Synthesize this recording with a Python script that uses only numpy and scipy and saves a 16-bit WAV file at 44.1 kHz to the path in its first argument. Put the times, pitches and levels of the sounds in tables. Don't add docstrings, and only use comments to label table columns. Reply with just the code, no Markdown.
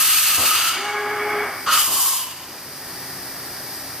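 import sys
import numpy as np
from scipy import signal
from scipy.fft import rfft, irfft
from scipy.io import wavfile
from scipy.ndimage import uniform_filter1d

SR = 44100
rng = np.random.default_rng(int(sys.argv[2]) if len(sys.argv) > 2 else 0)


def transcribe(u):
    v = np.clip(np.atleast_2d(u).T, -1, 1)
    q = np.round(v * 32767).astype(np.int16)
    wavfile.write(sys.argv[1], SR, q)


N = 176400
TIME = np.arange(N) / SR
FREQS = np.maximum(np.arange(N // 2 + 1) * SR / N, 1)

# time_s, hoot_db, rush_db, hiss_db, hoot_pitch_hz, taper_opening (0-1)
AIR_BLASTS = [
    [(0, -14.5, -16.5, -5.5, 1265, 0.05), (.1, -21.5, -11, -2, 1265, .05), (.33, -20.5, -15, -6.5, 1265, 0),
     (.41, -18, -16.5, -9, 1265, 0.01), (.48, -16.5, -14, -5, 1255, .05), (.58, -12.5, -13, -11, 1270, 0.2),
     (.69, -17.5, -17.5, -13, 1328, .45), (.8, -30.5, -23.5, -31.5, 1290, .5),
     (1.0, -50, -37.5, -50, 1300, 0.4), (1.2, -69, -44, -75, 1300, .5)],
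    [(1.662, -50, -60, -68, 1260, .3), (1.664, -19.5, -34.5, -54, 1260, 0.32),
     (1.692, -9.5, -19.5, -23, 1270, .3), (1.71, -12, -19.5, -18, 1270, 0.37),
     (1.735, -6.5, -9.5, -4.5, 1290, .6), (1.81, -12.5, -14.5, -4, 1210, 0.8),
     (1.89, -22.5, -21.5, -10, 1110, .95), (2.06, -20.5, -25, -7, 1080, 0.99),
     (2.17, -26.5, -27, -12.5, 1050, .92), (2.28, -34, -32, -25, 1030, .7), (2.7, -59, -59, -67, 1000, .3)],
]
# shut_hz, open_hz, width_hz, shut_level_db, open_level_db
TAPER_RESONANCES = [(2761, 3040, 450, -2, -0.26), (4545, 4940, 570, -5, 1.7), (6250, 6860, 620, -8.5, .5),
                    (8400, 8850, 700, -12, -.5)]
# frequency_hz, relative_density_db
RUSH_SPECTRUM = [(30, -50), (100, -11), (500, -21), (850, -14.5), (1150, -8), (1550, -2), (1900, -2),
                 (2300, -1), (3500, 0), (5200, -5.5), (9000, -10.5), (16000, -35)]
HISS_SPECTRUM = [(1500, -32), (3500, -10.5), (5500, -7), (7500, -5.5), (9500, -3), (10800, -2.5),
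                 (12600, 2), (13800, -3.5), (14600, -2), (16000, -32.5)]
# frequency_hz, relative_density_db
FAN_SPECTRUM = [(25, -43), (55, -6), (85, -13), (140, 1.5), (205, -9), (260, -4), (390, 0.5), (470, -8.5),
                (600, -2.5), (1100, -7), (1450, -7), (1880, -1), (2150, -12.5), (2500, -13.5),
                (3500, -13.5), (8000, -33)]
LEAK_SPECTRUM = [(2500, -31), (4000, -8), (4450, -6), (4650, 2.5), (4950, 0.5), (5300, -1), (5800, -5.5),
                 (7400, -13.5), (8100, -9.5), (8600, -2.5), (9300, -7), (10300, -4), (11700, -4.5),
                 (12500, 0.5), (13300, 3), (14200, -6), (16000, -17)]
# pitch_hz, level_db
HUM_TONES = [(89.5, -57), (119.5, -54), (178.5, -56), (268, -53), (807, -57)]
# start_s, panel_db, panel_t60_s, frame_boom_db
CLUNK_HITS = [(0.376, -15.5, 0.39, -21), (.422, -25.5, 0.86, -47), (1.425, -28.5, 0.44, -69),
              (1.667, -26, 0.55, -53), (1.87, -19, 0.48, -39), (1.913, -33, 0.42, -36)]
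# frequency_hz, relative_density_db
PANEL_SPECTRUM = [(30, -32), (55, -14), (90, -6), (160, -3.5), (250, 1.5), (420, 0.5), (800, 1.5),
                  (1300, -0.5), (3000, -37), (10000, -45)]
# time_s, shaft_hz, rattle_db, gear_tones_db, main_note_db
TURRET_RUN = [(.7, 69.5, -24, -38, -47), (.76, 74.1, -17, -26, -35), (.79, 76.4, -14.5, -39, -26),
              (.82, 80.4, -17.5, -33, -31), (.855, 82.56, -17.5, -18.5, -31.5),
              (.96, 83.1, -19, -18.5, -25.5), (1.15, 83.2, -18.5, -22.5, -25),
              (1.33, 83.4, -18, -23.5, -24.5), (1.43, 83.34, -17, -23.5, -26),
              (1.485, 80.85, -20.5, -33.5, -40), (1.62, 78.7, -29.5, -54, -52),
              (1.72, 76.4, -41, -60, -67.5)]
# cycles_per_turn, relative_level_db, flutter_share (0-1)
GEAR_TONES = [(10, -6.5, 0.5), (12, -27, 0.8), (13, -14, 0.74), (14, -15, 0.96), (15, -7.5, 0.85),
              (17, -25, 0.9), (18, -14.5, 0.4), (20, -9.5, 0.92), (25, -20, 0.8), (26, -13.5, 1),
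              (27, -10.5, 0.99), (28, -35, 1), (35, -28, 0.6), (40, -22, 0.94)]
# frequency_hz, relative_density_db
RATTLE_SPECTRUM = [(30, -45), (100, -45.5), (260, -6), (520, -8.5), (760, -0.5), (960, -5.5), (1180, 1.5),
                   (1800, -1), (2280, -2), (2550, -14), (3400, -16.5), (4500, -44), (12000, -46)]
# pitch_hz, width_hz, relative_level_db
HOUSING_RESONANCES = [(381, 30, -26), (808, 35, -21.5), (2238, 89, -14), (3170, 130, -50)]
# time_s, level_db
HEAD_LEVELS = [(2.05, -52), (2.3, -39), (2.5, -36), (2.7, -39.5), (3.0, -43.5)]
# frequency_hz, relative_density_db
HEAD_SPECTRUM = [(40, -10), (130, -2), (270, 5), (500, 1.5), (1200, 1.5), (3000, -7), (6000, -3),
                 (14000, -25)]
# frequency_hz, side_over_mid_db
MIC_WIDTH = [(30, 4), (70, -26), (160, -18.5), (300, -24), (650, -18), (1300, -29.5), (2200, -22),
             (3600, -6), (4800, -3), (9000, -7), (13500, -9), (14500, -21.5)]
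# frequency_hz, left_lag_rad, left_over_right_db
MIC_MISMATCH = [(2370, 0.13, 1), (3650, 0.33, 0.5), (4840, 0.82, 1.5), (7400, 1.7, .5), (8700, 1.66, 1),
                (10300, 2.13, -0.5), (13700, 2.42, 1.9), (14500, 3.94, -7.5)]


def from_db(db):
    return 10 ** (np.asarray(db) / 20)


def unit_rms(x):
    return x / np.sqrt(np.mean(np.abs(x) ** 2) + 1e-20)


def in_time(rows):
    time_s, *columns = np.transpose(rows)
    return [np.interp(TIME, time_s, column) for column in columns]


def in_frequency(rows):
    hz, *columns = np.transpose(rows)
    return [np.interp(np.log(FREQS), np.log(hz), column) for column in columns]


def noise(spectrum):
    density_db, = in_frequency(spectrum)
    white = rng.standard_normal((2, N))
    return unit_rms(irfft(rfft(white) * from_db(density_db), N))


def flutter(width_hz):
    pole, run_in = np.exp(-np.pi * width_hz / SR), SR // 2
    real, imaginary = rng.standard_normal((2, 2, N + run_in))
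    wander = signal.lfilter([1], [1, -2 * pole, pole * pole], real + 1j * imaginary)
    return unit_rms(wander[:, run_in:])


def tone(hz, amplitude):
    cycles = np.cumsum(hz * np.ones(N)) / SR
    return np.sqrt(2) * np.real(amplitude * np.exp(2j * np.pi * cycles))


def cabin(sound, t60_s=0.16, tail_db=-1.5, above_hz=1200, even_band_hz=205):
    age = TIME[:SR // 4]
    tail = rng.standard_normal(len(age)) * from_db(-60 * age / t60_s)
    tail *= from_db(tail_db) / np.sqrt(np.sum(tail ** 2))
    treble_share = 1 / (1 + (above_hz / FREQS) ** 4)
    response = 1 + treble_share * rfft(tail, N)
    broad_power = uniform_filter1d(np.abs(response) ** 2, size=int(even_band_hz * N / SR))
    return irfft(rfft(sound) * response / np.sqrt(broad_power), N)


def air_blasts(core_damping_db=7, skirt_db=-4):
    hoot_db, rush_db, hiss_db, hoot_hz, opening = in_time(AIR_BLASTS[0] + AIR_BLASTS[1])
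    core, skirt = from_db(-core_damping_db * opening ** 2), from_db(skirt_db)
    hoot_amplitude = core * flutter(width_hz=107) + skirt * flutter(width_hz=460)
    hoot = tone(hoot_hz, hoot_amplitude / np.hypot(core, skirt))
    rush = from_db(0.5) * noise(RUSH_SPECTRUM)
    for shut_hz, open_hz, width_hz, shut_db, open_db in TAPER_RESONANCES:
        level_db = shut_db + (open_db - shut_db) * opening ** 4
        pitch_hz = shut_hz + (open_hz - shut_hz) * opening
        rush += from_db(level_db) * tone(pitch_hz, flutter(width_hz))
    rush, hiss = cabin(np.array([rush, noise(HISS_SPECTRUM)]))
    sputter = from_db(1.26 * flutter(width_hz=43)[0].real)
    return from_db(hoot_db) * hoot + sputter * (from_db(rush_db) * rush + from_db(hiss_db) * hiss)


def fans(waver=0.64):
    hum = sum(from_db(db) * tone(hz, 1 + waver * flutter(width_hz=5.9)) for hz, db in HUM_TONES)
    return from_db(-39.5) * noise(FAN_SPECTRUM) + hum


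def air_leak(level_db=-33, swell_db=1.5, swell_at_s=3.76, swell_width_s=0.053):
    swell = np.exp(-((TIME - swell_at_s) / swell_width_s) ** 2)
    return from_db(level_db + swell_db * swell) * cabin(noise(LEAK_SPECTRUM))


def clunks(attack_s=0.0091, boom_hz=87.7, boom_t60_s=0.27):
    panel_noise, sound = noise(PANEL_SPECTRUM), 0
    for start_s, panel_db, panel_t60_s, boom_db in CLUNK_HITS:
        age = np.maximum(TIME - start_s, 0)
        attack = np.minimum(age / attack_s, 1)
        panels = from_db(panel_db - 60 * age / panel_t60_s) * panel_noise
        boom = from_db(boom_db - 60 * age / boom_t60_s) * np.sin(2 * np.pi * boom_hz * age)
        sound += attack * (panels + boom)
    return sound


def turret(main_teeth=5, flutter_hz=27.8, pulse_depth=0.14):
    shaft_hz, rattle_db, gears_db, main_db = in_time(TURRET_RUN)
    shaft_hz *= 1 + 0.00395 * flutter(width_hz=29.7)[0].real
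    rattle = from_db(-6) * noise(RATTLE_SPECTRUM)
    for pitch_hz, width_hz, level_db in HOUSING_RESONANCES:
        rattle += from_db(level_db) * tone(pitch_hz, flutter(width_hz))
    rattle *= 1 + pulse_depth * tone(3 * shaft_hz, np.sqrt(.5))
    main_note = tone(main_teeth * shaft_hz, 1 + 0.25 * flutter(flutter_hz))
    gears = 0
    for cycles_per_turn, level_db, share in GEAR_TONES:
        amplitude = np.sqrt(1 - share ** 2) + share * flutter(flutter_hz)
        gears += from_db(level_db) * tone(cycles_per_turn * shaft_hz, amplitude)
    return from_db(rattle_db) * rattle + from_db(gears_db) * gears + from_db(main_db) * main_note


def head_travel(whine_hz=2420, whine_db=-15.5):
    level_db, = in_time(HEAD_LEVELS)
    whine = from_db(whine_db) * tone(whine_hz, flutter(width_hz=32))
    return from_db(level_db) * (noise(HEAD_SPECTRUM) + whine)


def microphones(mid_and_side):
    side_gain = from_db(in_frequency(MIC_WIDTH)[0])
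    in_treble = FREQS > MIC_MISMATCH[0][0]
    lag_rad, pan_db = np.array(in_frequency(MIC_MISMATCH)) * in_treble
    sign = np.array([[1], [-1]])
    mid, side = rfft(mid_and_side)
    pair = (mid + sign * side_gain * side) / np.sqrt(1 + side_gain ** 2)
    return irfft(pair * from_db(sign * pan_db / 2) * np.exp(-1j * sign * lag_rad / 2), N)


def scene():
    return microphones(air_blasts() + fans() + air_leak() + clunks() + turret() + head_travel())


def record(dry):
    threshold_db, slope, attack_s, release_db_per_s = -23, 0.59, 0.0077, 11
    power = uniform_filter1d(np.mean(dry ** 2, axis=0), size=800)
    level_db = 10 * np.log10(power + 1e-12)
    wanted_cut_db = slope * np.maximum(level_db - threshold_db, 0)
    release_db = release_db_per_s * TIME
    held_db = np.maximum.accumulate(wanted_cut_db + release_db) - release_db
    pole = np.exp(-1 / (attack_s * SR))
    cut_db, _ = signal.lfilter([1 - pole], [1, -pole], held_db, zi=[pole * held_db[0]])
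    low_pass = signal.ellip(10, .3, 70, 15500, fs=SR, output="sos")
    return signal.sosfilt(low_pass, dry * from_db(-cut_db))


dry = scene()
out = record(dry)
transcribe(out)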